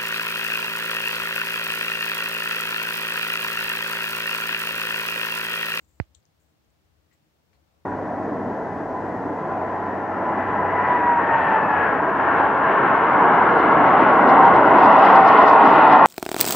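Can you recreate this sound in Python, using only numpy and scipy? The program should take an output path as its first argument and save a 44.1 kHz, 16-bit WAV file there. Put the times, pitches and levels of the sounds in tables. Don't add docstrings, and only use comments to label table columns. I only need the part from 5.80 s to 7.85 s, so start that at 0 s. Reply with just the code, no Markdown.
import sys
import numpy as np
from scipy import signal
from scipy.io import wavfile

SR = 44100
rng = np.random.default_rng(int(sys.argv[2]) if len(sys.argv) > 2 else 0)


def file_out(sig):
    cols = np.atleast_2d(sig).T
    lim = np.clip(cols, -1, 1)
    pcm = np.round(lim * 32767).astype(np.int16)
    wavfile.write(sys.argv[1], SR, pcm)


N = 90404


def from_db(db):
    return 10 ** (np.asarray(db) / 20)


def rms_one(x):
    return x / np.sqrt(np.mean(x ** 2) + 1e-20)


def at_hz(points, hz):
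    freqs, values = np.transpose(points)
    return np.interp(np.log(hz), np.log(freqs), values)


def cut(x, hz, kind, order=2):
    sos = signal.butter(order, np.clip(hz, 10, .47 * SR), kind, fs=SR, output="sos")
    return signal.sosfilt(sos, x + 1e-18)


def band(x, hz, width, order=2):
    return cut(x, hz * np.exp(np.array([-.5, .5]) * width), "band", order)


def bell(x, hz, db, q):
    w, g = 2 * np.pi * hz / SR, from_db(db / 2)
    a = np.sin(w) / (2 * q)
    return signal.lfilter([1 + a * g, -2 * np.cos(w), 1 - a * g],
                          [1 + a / g, -2 * np.cos(w), 1 - a / g], x)


def impulse(s):
    return (np.arange(N) == int(s * SR)) * 1.


def swell(start, length, attack_share=.18):
    progress = (np.arange(N) / SR - start) / length
    return np.sqrt(np.interp(progress, [0, attack_share, 1], [0, 1, 0]))


def pan(x, left_db):
    return x * np.array([[1], [from_db(-left_db)]])


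def room(x, t60_s=.125, delay_s=.0019, build_s=.011):
    t = np.arange(SR // 3) / SR
    shape = np.clip((t - delay_s) / build_s, 0, 1) * np.exp(-np.log(1000) * t / t60_s)
    tail = rng.standard_normal((2, len(t))) * shape / np.linalg.norm(shape)
    return signal.fftconvolve(x[None], tail, axes=1)[:, :N]


def room_tone(level_db=-68):
    # (frequency [Hz], relative density [dB])
    spectrum = [(30, -32), (50, -12.5), (70, -7), (120, -8.5), (160, -8), (225, -12.5), (320, -13.5),
                (420, -16), (620, -16.5), (1100, -21.5), (2000, -24.5), (4600, -28.5), (7500, -33.5),
                (10300, -37.5), (12500, -36.5), (15000, -32.5)]
    # (frequency [Hz], correlation [-1..1])
    likeness = [(60, 0.15), (180, 0.085), (550, 0.17), (1650, -0.14), (4970, -0.021), (15000, -0.1)]
    # (frequency [Hz], left minus right [dB])
    lean = [(60, 2.5), (130, 1.5), (290, 3.5), (640, 3.0), (1410, 2.5), (3100, 1), (6820, 1.5),
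            (15000, 3.5)]
    edges_hz = 28 * 2 ** (np.arange(29) / 3)
    sides = np.array([[1], [-1]])
    white = rng.standard_normal((2, 2, N))
    air = 0
    for k, (low, high) in enumerate(zip(edges_hz, edges_hz[1:])):
        mid, side = cut(white[k % 2], [low, high], "band")
        hz = np.sqrt(low * high)
        alike = at_hz(likeness, hz)
        gain = from_db(at_hz(spectrum, hz) + sides * at_hz(lean, hz) / 2)
        air += gain * (np.sqrt(1 + alike) * mid + np.sqrt(1 - alike) * side * sides)
    return from_db(level_db) * rms_one(air)


def hum(width_hz=10):
    # (frequency [Hz], level [dB])
    tones = [(70, -80.5), (157, -81), (318, -83)]
    drone = 0
    for hz, db in tones:
        tone = band(rng.standard_normal(N + SR), hz, width_hz / hz)[SR:]
        drone += from_db(db) * rms_one(tone)
    return drone


def rumble():
    # (time [s], level [dB])
    contour = [(0, -67), (.14, -61), (.3, -65.5), (.39, -61), (.46, -73), (.56, -82), (0.631, -64),
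               (.7, -77), (0.851, -73), (.91, -63.5), (.97, -78.5), (1.07, -66), (1.2, -65), (1.29, -74.5),
               (1.68, -75), (1.79, -61.5), (1.88, -79), (2.03, -68)]
    level = from_db(np.interp(np.arange(N) / SR, *np.transpose(contour)))
    mid, side = rms_one(band(rng.standard_normal((2, N)), hz=73.9, width=.35))
    return level * (mid + from_db(-18.5) * side * np.array([[1], [-1]]))


def tongue(strokes, skirt_hz, skirt_width, skirt_db, barbs_per_s=2000, spread_db=1.5):
    sizes = from_db(spread_db * np.minimum(rng.exponential(1, N), 4)) * rng.choice([-1, 1], N)
    slips = sizes * (rng.random(N) < barbs_per_s / SR)
    skirt = from_db(skirt_db) * rms_one(band(slips, skirt_hz, skirt_width))
    return sum(from_db(db) * swell(start, length) * (rms_one(band(slips, hz, width)) + skirt)
               for start, length, db, hz, width in strokes)


def licks():
    # (start [s], length [s], level [dB], pitch [Hz], width [ratio])
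    strokes = [(-.03, 0.13, -75, 7300, 0.22), (.075, 0.14, -73.5, 7400, 0.17),
               (.594, 0.057, -74.5, 7500, 0.28), (.64, 0.1, -82, 7450, 0.31),
               (1.326, 0.025, -70, 7480, 0.1), (1.74, 0.012, -88, 8100, 0.14)]
    return tongue(strokes, skirt_hz=14500, skirt_width=.2, skirt_db=-5.5)


def wet_clicks(ring_hz=3640, top_hz=8050):
    # (time [s], impulse level [dB], pitch [Hz], relative level of the ring [dB])
    films = [(0.3468, -42.5, 4600, 11.5), (0.3472, -19.5, 5960, -25), (0.3493, -14, 7150, -4.5),
             (0.3523, -16.5, 7920, -12), (0.357, -23.5, 7600, -5.5), (0.4529, -27.5, 6400, -20),
             (0.4545, -28, 5100, -23), (.462, -34.5, 6200, -14), (0.047, -31.5, 7240, -20),
             (.252, -38, 7000, -24), (.403, -36, 6600, -9), (.427, -34, 4560, -6), (.848, -38.5, 6570, -10),
             (.9033, -36, 7600, -29)]
    clicks = 0
    for s, db, hz, ring_db in films:
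        snap = from_db(db) * impulse(s)
        mouth_ring = from_db(ring_db) * band(snap, ring_hz, width=.35, order=4)
        clicks += band(snap, hz, width=.12) + mouth_ring
    return cut(clicks, top_hz, "low", order=12)


def knock(at_s=.2002, left_db=-38.5):
    # (frequency [Hz], gain [dB], Q [ratio])
    case_colour = [(96, 16, 0.57), (614, -8, 8.9), (1192, -11, 3.2), (1622, -7, 10), (2505, 3, 8.5),
                   (3310, -8.5, 3.6), (3664, -3, 18), (4866, 27.5, 3.15)]
    hit = -impulse(at_s)
    body = cut(hit, 61.2, "high", order=6)
    body = from_db(16) * cut(body, 1950, "low", order=6)
    for hz, db, q in case_colour:
        body = bell(body, hz, db, q)
    tick = from_db(-24.5) * band(hit, hz=8140, width=.082)
    through_case = (body + tick) * np.array([[from_db(left_db)], [1]])
    airborne = cut(cut(hit, 350, "high", order=1), 3050, "low")
    return through_case + from_db(-21.5) * room(airborne)


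def lip_smacks():
    # (start [s], length [s], level [dB], mouth resonance [Hz], width [ratio])
    strokes = [(1.311, 0.014, -70.5, 1950, 0.21), (1.323, 0.014, -70.5, 1950, 0.29),
               (1.334, 0.0081, -71.5, 4100, 0.27), (1.727, .014, -71, 1990, 0.48),
               (1.732, 0.039, -76, 3950, 0.14)]
    return tongue(strokes, skirt_hz=1830, skirt_width=1.55, skirt_db=-.5)


def paw():
    # (start [s], length [s], level [dB])
    brushes = [(1.53, 0.45, -77), (1.69, 0.32, -77), (1.907, 0.43, -75.5)]
    friction = rms_one(band(rng.standard_normal((2, N)), hz=690, width=.74))
    return friction * sum(from_db(db) * swell(start, length) for start, length, db in brushes)


def scene():
    clicks, rasp, smacks = wet_clicks(), licks(), lip_smacks()
    mouth = pan(clicks, left_db=37) + pan(rasp, left_db=11) + pan(smacks, left_db=20)
    fur = pan(paw(), left_db=7)
    into_room = from_db(-12.5) * clicks + from_db(-6.5) * (rasp + smacks)
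    cat = mouth + fur + pan(room(into_room), left_db=1)
    return cat + knock() + room_tone() + pan(hum(), left_db=1.5) + pan(rumble(), left_db=7.5)


def record(dry):
    cutoff_hz = 15750
    return signal.sosfilt(signal.ellip(10, .2, 70, cutoff_hz, fs=SR, output="sos"), dry)


dry = scene()
out = record(dry)
file_out(out)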